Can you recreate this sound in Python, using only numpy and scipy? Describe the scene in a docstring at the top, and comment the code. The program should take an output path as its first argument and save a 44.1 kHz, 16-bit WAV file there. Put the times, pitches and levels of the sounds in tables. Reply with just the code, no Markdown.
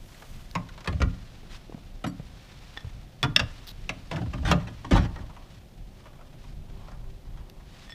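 """Propping up a sheet-metal camp kitchen

An aluminium leg is picked up, clanks against the underside, scrapes into its socket, is set down on
the pavement and screwed tight. Each blow or scrape is a chattering force that rings the modes of the
hollow box; tube, socket and legs ring with modes of their own. Boots shift, a padded jacket swishes
as grainy noise, and light wind rumbles. The yard adds a thin tail to the blows."""
import sys
import numpy as np
from scipy import signal
from scipy.fft import rfft, irfft
from scipy.io import wavfile

SR = 44100
rng = np.random.default_rng(int(sys.argv[2]) if len(sys.argv) > 2 else 0)


def pcm_store(signal):
    """Save signal as 16-bit PCM."""
    levels = np.round(np.clip(np.atleast_2d(signal), -1, 1) * 32767)
    wavfile.write(sys.argv[1], SR, levels.astype(np.int16).T)


N = 350154
RING_T_S = np.arange(SR * 3 // 5) / SR
ATTACK_S = .04  # rms window that sets a blow's level
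TURN_S = 0.5  # one turn of the wrist

# outdoor air and wind: f/Hz, density/dB
AIR_SPECTRUM = [(12, -27.5), (20, -1), (39, -3), (80, -13), (126, -11.5), (225, -21.5), (333, -27.5),
                (372, -26.5), (416, -33.5), (534, -29), (581, -30.5), (767, -31.5), (906, -41), (1500, -51),
                (15500, -55)]
# yard reverberation: f/Hz, t60/s
YARD_DECAY = [(60, 0.23), (300, 0.46), (1000, 0.52), (4000, 0.21), (12000, 0.22)]
# jacket swish: f/Hz, density/dB
JACKET_SPECTRUM = [(300, -8.5), (900, 0.5), (2000, -0.5), (3500, -0.5), (5500, -6), (8000, -14.5),
                   (12000, -24.5), (16000, -31)]
# sleeve hiss: f/Hz, density/dB
SLEEVE_SPECTRUM = [(2000, -24), (6000, 4), (9000, -0.5), (13000, -1), (16000, -5)]
# arm movements: centre t/s, length/s, level/dB
ARM_MOVES = [(.26, 0.75, -57.5), (1.083, 2.26, -58), (1.538, 0.1, -47.5), (1.848, 0.47, -64.5),
             (2.594, 1.3, -56), (3.57, 0.42, -54.5), (4.35, 2.94, -57), (5.55, 0.14, -58), (6.02, .15, -61),
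             (6.456, 0.24, -60), (6.813, 0.38, -62), (7.8, 0.4, -54.5)]
# screw thread friction: f/Hz, density/dB
THREAD_SPECTRUM = [(200, -12), (500, 2.5), (850, 3.5), (1120, 4.5), (1500, -13), (2800, -12.5),
                   (3400, -10.5), (4000, -43), (8000, -56)]
# wrist turns that tighten the leg: centre t/s, level/dB
WRIST_TURNS = [(5.3, -57), (6.1, -63.5), (6.869, -58.5), (7.45, -61.5)]
# boots on pavement: t/s, level/dB, push f/Hz, grit re push/dB
STEPS = [(1.433, -59.5, 200.4, 1), (1.696, -50, 323, -7.5), (1.723, -54.5, 510, 2.5),
         (1.745, -41, 201, -14), (1.779, -64.5, 600, 5), (2.197, -40, 146, -12), (2.846, -37.5, 107, -18),
         (2.869, -39, 90, -24)]
# grit under a sole: f/Hz, density/dB
GRIT_SPECTRUM = [(100, -9), (500, 3), (950, -3), (1400, -21), (2200, -14), (6000, -46)]
# frame slipping on its prop: f/Hz, level/dB, t60/s
SQUEAK_MODES = [(4600, 0, .04), (5700, -2.5, 0.045), (7180, 0, .03), (7900, -1, .025), (10150, -4, .02),
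                (11330, -5, .035)]
# close clicks and scratches: t/s, length/s, level/dB
DRY_CLICKS = [(0.513, 0.00083, -40.5), (3.669, 0.0027, -43), (3.6748, 0.00093, -33.5), (3.677, 0.02, -42.5),
              (3.693, 0.027, -48.5), (7.498, 0.0023, -42)]
# their broad resonance: f/Hz, density/dB
CLICK_SPECTRUM = [(500, -21), (2400, -14.5), (3900, -0.5), (5200, -10), (7500, -23.5), (15000, -17)]
# foot juddering on pavement: t/s, level/dB
JUDDERS = [(4.846, -46.5), (4.916, -40), (4.956, -28), (5.051, -47.5), (5.162, -49.5)]
# mounted legs under load: f/Hz, level/dB, t60/s
LOADED_LEG_MODES = [(569, -9, 0.26), (818, 4, 0.11), (910, -1.5, 0.21), (917, 1, 0.13), (1156, -20, .2),
                    (1880, -11, 0.19)]
# taps on a leg tube: t/s, level/dB, favoured f/Hz, grip factor on t60
TUBE_TAPS = [(2.767, -50.5, 2400, 0.87), (2.7739, -40, 2310, 0.27), (2.807, -57, 3600, 0.37),
             (2.878, -63, 2500, .8), (3.2295, -28.5, 3400, 0.32), (3.237, -36, 3425, 0.25),
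             (7.878, -60, 2370, 0.39), (7.896, -52.5, 2000, 0.2), (7.904, -53, 6000, 0.67),
             (7.922, -48, 2650, 0.63)]
# tube bending modes: f/Hz, level/dB, t60 before grip/s
TUBE_MODES = [(1828, 0, .19), (3435, 0, .15), (5330, -5, .11), (7720, -13, .09)]
# gritty contact on the tube: f/Hz, density/dB
TUBE_CRACK = [(100, -13.5), (600, 4.5), (2000, -1.5), (5000, -6), (7500, -25.5), (14000, -36)]
# leg rim on socket: t/s, level/dB, favoured f/Hz
RIM_STRIKES = [(3.362, -19, 3700), (3.399, -36, 3000), (3.892, -40, 2850), (4.114, -47.5, 2500),
               (4.16, -47.5, 2600), (4.512, -48, 3800)]
# metal socket: f/Hz, level/dB, t60/s
SOCKET_MODES = [(2306, -4.5, 0.038), (2660, 0, .04), (2820, 0.5, .04), (3180, -14, 0.075), (3430, 1, 0.025),
                (3700, -4, 0.035), (4520, -13, .07), (4700, -8.5, 0.033), (5240, -2.5, 0.045),
                (5500, -3.5, 0.063), (6100, -21.5, .08), (8020, -22, 0.06)]
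# hard contact of the rim: f/Hz, density/dB
RIM_CRACK = [(500, -21), (2700, 1), (5500, -3), (9000, -16), (16000, -19.5)]
# main modes of the box: f/Hz, level/dB, t60/s
BOX_MODES = [(47.6, 0.5, 0.2), (73.4, -2, 0.39), (111.44, -1.5, 0.73), (117, -5, 0.27), (166.4, 3, 0.082),
             (180.75, 3.5, 0.44), (265.7, -4, 0.35), (292, -9.5, 0.31), (459, -19.5, 0.21),
             (594, -9.5, 0.31), (620.5, -10, 0.12), (660, -13, .18), (727, -9.5, 0.22), (972.6, 0, 0.11),
             (1030, -10, 0.099), (1089, -6, 0.13), (1215, -9, 0.16), (1340, -11, .1), (1432, -7.5, 0.093),
             (1685, -11, 0.063), (1996, -8, .08)]
# dense panel modes: f/Hz, density/dB
PANEL_SPECTRUM = [(30, 6), (110, 8.5), (175, 9), (225, 3), (280, 4), (350, -3.5), (450, -6), (620, 3),
                  (1100, -1.5), (2000, -3), (3200, -5.5), (5000, -14), (7500, -20), (16000, -38.5)]
# their decay: f/Hz, t60/s
PANEL_DECAY = [(40, 0.37), (200, .3), (500, 0.16), (1200, 0.079), (3000, 0.061), (7000, 0.04),
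               (15000, 0.021)]
# near-field peak and dips of the box: f/Hz, width/Hz, gain/dB
NEAR_FIELD_BANDS = [(174, 41, 2.5), (206, 34, -6), (383.6, 69, -2.5)]
# box registers (thump, boom, clang, clank, sizzle): low f/Hz, high f/Hz
REGISTERS = [(30, 100), (100, 380), (380, 1400), (1400, 6000), (6000, 15000)]
# handle, latch and thread ticks: t/s, level/dB, hardness (clank re clang)/dB
TICKS = [(.145, -70.5, 22), (.221, -57.5, -10.5), (0.688, -62, 16), (.777, -54.5, -3), (.806, -58, 2),
         (.845, -53, 2), (.859, -50.5, -6), (5.297, -61.5, -11), (5.365, -57.5, -9), (6.056, -59, -5.5),
         (6.19, -64, -14), (6.211, -62, -7), (6.44, -64, -5), (6.883, -59.5, -12), (6.916, -61, -2),
         (7.373, -66, 5)]
# metal dragged on metal or pavement: t/s, length/s, level/dB, hardness/dB, weight/dB, favoured f/Hz
SCRAPES = [(4.123, .028, -42, -16.5, 3, 700), (4.172, 0.021, -45, -21, 0, 940),
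           (4.449, .026, -41.5, 4.5, 8, 620), (4.475, .034, -35, -4.5, 0, 166),
           (4.586, 0.047, -57.5, 0, 7, 1300), (4.926, 0.028, -34.5, -9.5, 6.5, 170),
           (4.976, 0.083, -48, 0, 1, 905)]
# blows on the box: t/s, contact/s, level/dB, hardness/dB, weight/dB, favoured f/Hz
KNOCKS = [(0.5523, 0.004, -34.5, -8, -32, 1040), (.874, 0.004, -35, -3, 0, 42),
          (0.926, .002, -46, -13.5, 15, 42), (1.001, .006, -43.5, -12, 14.5, 644),
          (1.017, .0055, -33.5, -5, 5.5, 48), (2.04, 0.0051, -37.5, -11.5, -8, 860),
          (2.064, .0064, -47, -6, -9, 617), (3.229, .02, -32, -9.5, -16, 1160),
          (3.361, 0.0032, -35.5, 9.5, -12, 267), (3.393, 0.0041, -36, 6.5, -2.5, 1260),
          (3.399, 0.0032, -38, -9.5, -4, 1320), (3.892, 0.0028, -39, 5.5, -25, 1490),
          (4.112, 0.0056, -41.5, -5, -20, 850), (4.163, 0.0058, -47, -0.5, -4, 620),
          (4.215, 0.0081, -46.5, -20.5, -7, 620), (4.26, .009, -52.5, -21, 17, 48),
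          (4.332, 0.0093, -43, -11, 3, 1490), (4.378, 0.0051, -52.5, -13, 18.5, 48),
          (4.428, .004, -50, -23, 19.5, 620), (4.512, 0.0098, -26, -4.5, -8, 766),
          (4.669, 0.016, -49.5, -4, -10, 2580), (4.846, 0.0042, -47, -9.5, 0, 930),
          (4.909, 0.015, -30.5, -11.5, 9.5, 170), (4.955, 0.026, -34, -6, 4.5, 900),
          (5.048, 0.0093, -47, -11, 16, 620), (5.158, 0.0044, -51, -11.5, -7, 890),
          (5.187, 0.0072, -54.5, -13, 8, 111)]


def amp(db):
    """Decibels to gain."""
    return 10 ** (np.asarray(db) / 20)


def unit_rms(x, head_s=None):
    """Scales x to rms 1 over its head, or over all of it."""
    head = x if head_s is None else x[:round(head_s * SR)]
    return x / np.sqrt(np.mean(head ** 2) + 1e-20)


def lookup(table, hz):
    """Interpolates a table over log frequency."""
    table_hz, value = np.transpose(table)
    return np.interp(np.log(hz + 1), np.log(table_hz + 1), value)


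def add(mix, t_s, sound):
    """Mixes a sound in at t_s."""
    part = mix[max(round(t_s * SR), 0):][:len(sound)]
    part += sound[:len(part)]


def coloured(x, spectrum):
    """Filters x by a spectrum table; rms 1."""
    gain = amp(lookup(spectrum, np.fft.rfftfreq(len(x), 1 / SR)))
    return unit_rms(irfft(rfft(x) * gain, len(x)))


def noise(spectrum, count=len(RING_T_S)):
    """Coloured noise; rms 1."""
    return coloured(rng.standard_normal(count), spectrum)


def wander(rate_hz):
    """Random drift below about rate_hz; rms 1."""
    hz = np.fft.rfftfreq(N, 1 / SR)
    return unit_rms(irfft(rfft(rng.standard_normal(N)) * np.exp(-(hz / rate_hz) ** 2), N))


def swell(centre_s, length_s, db):
    """One cosine arch of gain."""
    return amp(db) * np.cos(np.pi * np.clip((np.arange(N) / SR - centre_s) / length_s, -.5, .5))


def stroke(start_s, length_s, db, attack_s, release_s):
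    """Trapezoid of gain."""
    t_s = np.arange(N) / SR - start_s
    return amp(db) * np.clip(np.minimum(t_s / attack_s, (length_s - t_s) / release_s), 0, 1)


def decayed(x, decay_table):
    """Decays each frequency of x at its own t60."""
    hz, t_s, bins = signal.stft(x, SR, nperseg=256)
    fade = np.exp(-np.log(1000) * t_s / lookup(decay_table, hz)[:, None])
    return signal.istft(bins * fade, SR, nperseg=256)[1][:len(x)]


def modes(table, scatter_db=0, t60_scale=1):
    """Damped sines of random sign, levels scattered by scatter_db."""
    hz, db, t60_s = np.transpose(table)[:, :, None]
    gain = amp(db + scatter_db * rng.standard_normal(db.shape)) * rng.choice([-1, 1], db.shape)
    fade = np.exp(-np.log(1000) * RING_T_S / (t60_s * t60_scale))
    return (gain * fade * np.sin(2 * np.pi * hz * RING_T_S)).sum(0)


def favouring(table, favoured_hz, db_per_octave):
    """The strike point weakens modes far from favoured_hz."""
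    return [(hz, db - db_per_octave * abs(np.log2(hz / favoured_hz)), t60_s) for hz, db, t60_s in table]


def chatter(length_s, slips_per_s, fade_nepers):
    """Contact force: a first touch, then fading random slips and rebounds."""
    slips = rng.standard_normal(SR // 10) * (rng.random(SR // 10) < slips_per_s / SR)
    count = int(np.clip(length_s * SR, 2, SR // 10))
    force = slips[:count] * np.exp(-fade_nepers * np.arange(count) / count)
    force[0] = 0.58
    return force


def friction(spectrum, grain_db, grain_hz):
    """Rubbing: noise with a fast random flutter in level."""
    return coloured(rng.standard_normal(N) * amp(grain_db * wander(grain_hz)), spectrum)


def air(level_db=-44, wind_below_hz=180, hum_hz=387):
    """Steady hiss, gusty bass wind and a far, wavering hum that swells and passes."""
    wash = noise(AIR_SPECTRUM, N)
    wind = signal.sosfiltfilt(signal.butter(2, wind_below_hz, fs=SR, output="sos"), wash)
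    hiss = wash - wind
    hum_cycles = np.cumsum(hum_hz * (1 + .008 * wander(7.07))) / SR
    hum = unit_rms(np.sin(2 * np.pi * hum_cycles) * amp(3.2 * wander(6.8)))
    gusts = wind * amp(3.2 * wander(4.8))
    return amp(level_db) * (hiss + gusts) + hum * swell(centre_s=6.9, length_s=3.25, db=-64.5)


def yard_echo(x, level_db=-18.5, build_s=0.0072):
    """Car, pavement and house front scatter a thin tail."""
    tail = decayed(rng.standard_normal(len(RING_T_S)), YARD_DECAY)
    tail *= 1 - np.exp(-(RING_T_S / build_s) ** 2)
    return amp(level_db) * signal.fftconvolve(x, tail / np.linalg.norm(tail))[:N]


def jacket(rest_db=-64):
    """Fabric rubs as the arms move; a sleeve hisses as it straightens."""
    motion = np.sqrt(amp(rest_db) ** 2 + sum(swell(*move) ** 2 for move in ARM_MOVES))
    swish = friction(JACKET_SPECTRUM, grain_db=1.4, grain_hz=60) * motion
    slide = stroke(start_s=-0.26, length_s=0.94, db=-63, attack_s=0.34, release_s=0.3)
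    return swish + friction(SLEEVE_SPECTRUM, grain_db=1.7, grain_hz=51) * slide


def thread_rub():
    """The screw thread rubs during each turn."""
    motion = sum(swell(centre_s, TURN_S, db) for centre_s, db in WRIST_TURNS)
    return friction(THREAD_SPECTRUM, grain_db=2.5, grain_hz=44) * motion


def thread_catches(per_turn=6, db=-70.5, spread_db=3, hardness_db=-3):
    """The thread catches at random in each turn; rows as in TICKS."""
    return [(centre_s + TURN_S * (rng.random() - .5), db + spread_db * rng.standard_normal(), hardness_db)
            for centre_s, _ in WRIST_TURNS for _ in range(per_turn)]


def steps(decay_cycles=.45, grit_s=0.005):
    """A rubber sole gives a dull push and a puff of crushed grit."""
    out = np.zeros(N)
    for t_s, db, hz, grit_db in STEPS:
        cycles = hz * RING_T_S
        push = unit_rms(np.sin(2 * np.pi * cycles) * cycles * np.exp(-cycles / decay_cycles), ATTACK_S)
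        grit = unit_rms(noise(GRIT_SPECTRUM) * np.exp(-RING_T_S / grit_s), ATTACK_S)
        add(out, t_s, amp(db) * (push + amp(grit_db) * grit))
    return out


def squeak(t_s=2.065, length_s=0.036, db=-52.5):
    """The frame settles on its prop; quick slips excite its highest modes."""
    out = np.zeros(N)
    ring = signal.fftconvolve(modes(SQUEAK_MODES), chatter(length_s, slips_per_s=1300, fade_nepers=.3))
    add(out, t_s, amp(db) * unit_rms(ring, ATTACK_S))
    return out


def dry_clicks():
    """Tiny slips as short noise bursts, too close to carry an echo."""
    out = np.zeros(N)
    for t_s, length_s, db in DRY_CLICKS:
        burst = noise(CLICK_SPECTRUM, SR // 10)[:int(length_s * SR)]
        add(out, t_s, amp(db) * burst * signal.windows.tukey(len(burst), .3))
    return out


def judders():
    """A foot catches and slips, shaking the loaded legs."""
    out = np.zeros(N)
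    for t_s, db in JUDDERS:
        ring = modes(LOADED_LEG_MODES, scatter_db=1.5)
        force = chatter(length_s=0.0026, slips_per_s=400, fade_nepers=3.5)
        add(out, t_s, amp(db) * unit_rms(signal.fftconvolve(ring, force), ATTACK_S))
    return out


def tube_taps(crack_db=4, crack_s=.0022):
    """A struck tube rings, damped by the hand; grit adds a crack."""
    out = np.zeros(N)
    for t_s, db, favoured_hz, grip in TUBE_TAPS:
        ring = modes(favouring(TUBE_MODES, favoured_hz, db_per_octave=12), t60_scale=grip)
        crack = amp(crack_db) * noise(TUBE_CRACK) * np.exp(-RING_T_S / crack_s)
        add(out, t_s, amp(db) * unit_rms(unit_rms(ring, head_s=.005) + crack, ATTACK_S))
    return out


def rim_strikes(crack_db=12.5, crack_s=0.0021, contact_s=0.0061, rise_s=0.00086):
    """The rim hits the socket: bright crack, loud contact, short ring."""
    out = np.zeros(N)
    for t_s, db, favoured_hz in RIM_STRIKES:
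        ring = unit_rms(modes(favouring(SOCKET_MODES, favoured_hz, db_per_octave=9)), ATTACK_S)
        ring *= 1 + 2.63 * np.exp(-(RING_T_S / contact_s) ** 2)
        crack = amp(crack_db) * noise(RIM_CRACK) * np.exp(-RING_T_S / crack_s)
        onset = 1 - np.exp(-RING_T_S / rise_s)
        add(out, t_s, amp(db) * unit_rms((ring + crack) * onset, ATTACK_S))
    return out


def near_field(x):
    """Panels and their mirror image in the pavement add in one bass band and cancel above it."""
    for hz, width_hz, db in NEAR_FIELD_BANDS:
        x = x + (amp(db) - 1) * signal.lfilter(*signal.iirpeak(hz, hz / width_hz, SR), x)
    return x


def strike_point(x, favoured_hz, lift_db=9, q=3, decay_cycles=14.4):
    """The strike point lifts one band until the vibration has spread over the panels."""
    band = signal.lfilter(*signal.iirpeak(favoured_hz, q, SR), x)
    return x + (amp(lift_db) - 1) * band * np.exp(-RING_T_S * favoured_hz / decay_cycles)


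def box(force, levels_db, modes_db):
    """A force rings the main and dense modes; the top len(levels_db) registers sound."""
    dense = unit_rms(decayed(noise(PANEL_SPECTRUM), PANEL_DECAY), ATTACK_S)
    ring = dense + amp(modes_db) * unit_rms(modes(BOX_MODES, scatter_db=0.5), ATTACK_S)
    response = near_field(signal.fftconvolve(ring, force)[:len(ring)])
    out = np.zeros(len(ring))
    for edges_hz, db in zip(REGISTERS[-len(levels_db):], levels_db):
        band = signal.sosfilt(signal.butter(4, edges_hz, "band", fs=SR, output="sos"), response)
        out += amp(db) * unit_rms(band, ATTACK_S + len(force) / SR)
    return out


def box_contacts(table, slips_per_s, fade_nepers, modes_db):
    """Contacts drive the box: hardness trades boom for clank, weight sets the thump."""
    out = np.zeros(N)
    for t_s, length_s, db, hardness_db, weight_db, favoured_hz in table:
        boom_db, clank_db = db - hardness_db / 2, db + hardness_db / 2
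        thump_db, clang_db, sizzle_db = db + weight_db, db - 3.5, clank_db - 17.5
        force = chatter(length_s, slips_per_s, fade_nepers)
        ring = box(force, (thump_db, boom_db, clang_db, clank_db, sizzle_db), modes_db)
        add(out, t_s, strike_point(ring, favoured_hz))
    return out


def ticks():
    """Light parts touch the panels too briefly to move the whole box."""
    out = np.zeros(N)
    for t_s, db, hardness_db in TICKS + thread_catches():
        clang_db, clank_db = db - hardness_db / 2, db + hardness_db / 2
        sizzle_db = clank_db - 15
        force = chatter(length_s=.002, slips_per_s=1200, fade_nepers=2)
        add(out, t_s, box(force, (clang_db, clank_db, sizzle_db), modes_db=-2))
    return out


def scrapes():
    """Stick-slip keeps feeding the box while the leg is dragged."""
    return box_contacts(SCRAPES, slips_per_s=3500, fade_nepers=0.37, modes_db=-14.5)


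def knocks():
    """Blows rattle the loose panels and the hollow box booms."""
    return box_contacts(KNOCKS, slips_per_s=3000, fade_nepers=1, modes_db=-4.5)


def scene():
    """Metalwork and boots in the yard, over friction and air; mono."""
    blows = knocks() + scrapes() + ticks() + rim_strikes() + tube_taps() + judders() + squeak() + steps()
    return (blows + yard_echo(blows) + dry_clicks() + jacket() + thread_rub() + air())[None]


def record(dry):
    """Clips at full scale, then low-passes."""
    cutoff_hz = 15400
    lowpass = signal.firwin(401, cutoff_hz, window=("kaiser", 8), fs=SR)
    return signal.oaconvolve(np.clip(dry, -1, 1), lowpass[None], "same")


dry = scene()
out = record(dry)
pcm_store(out)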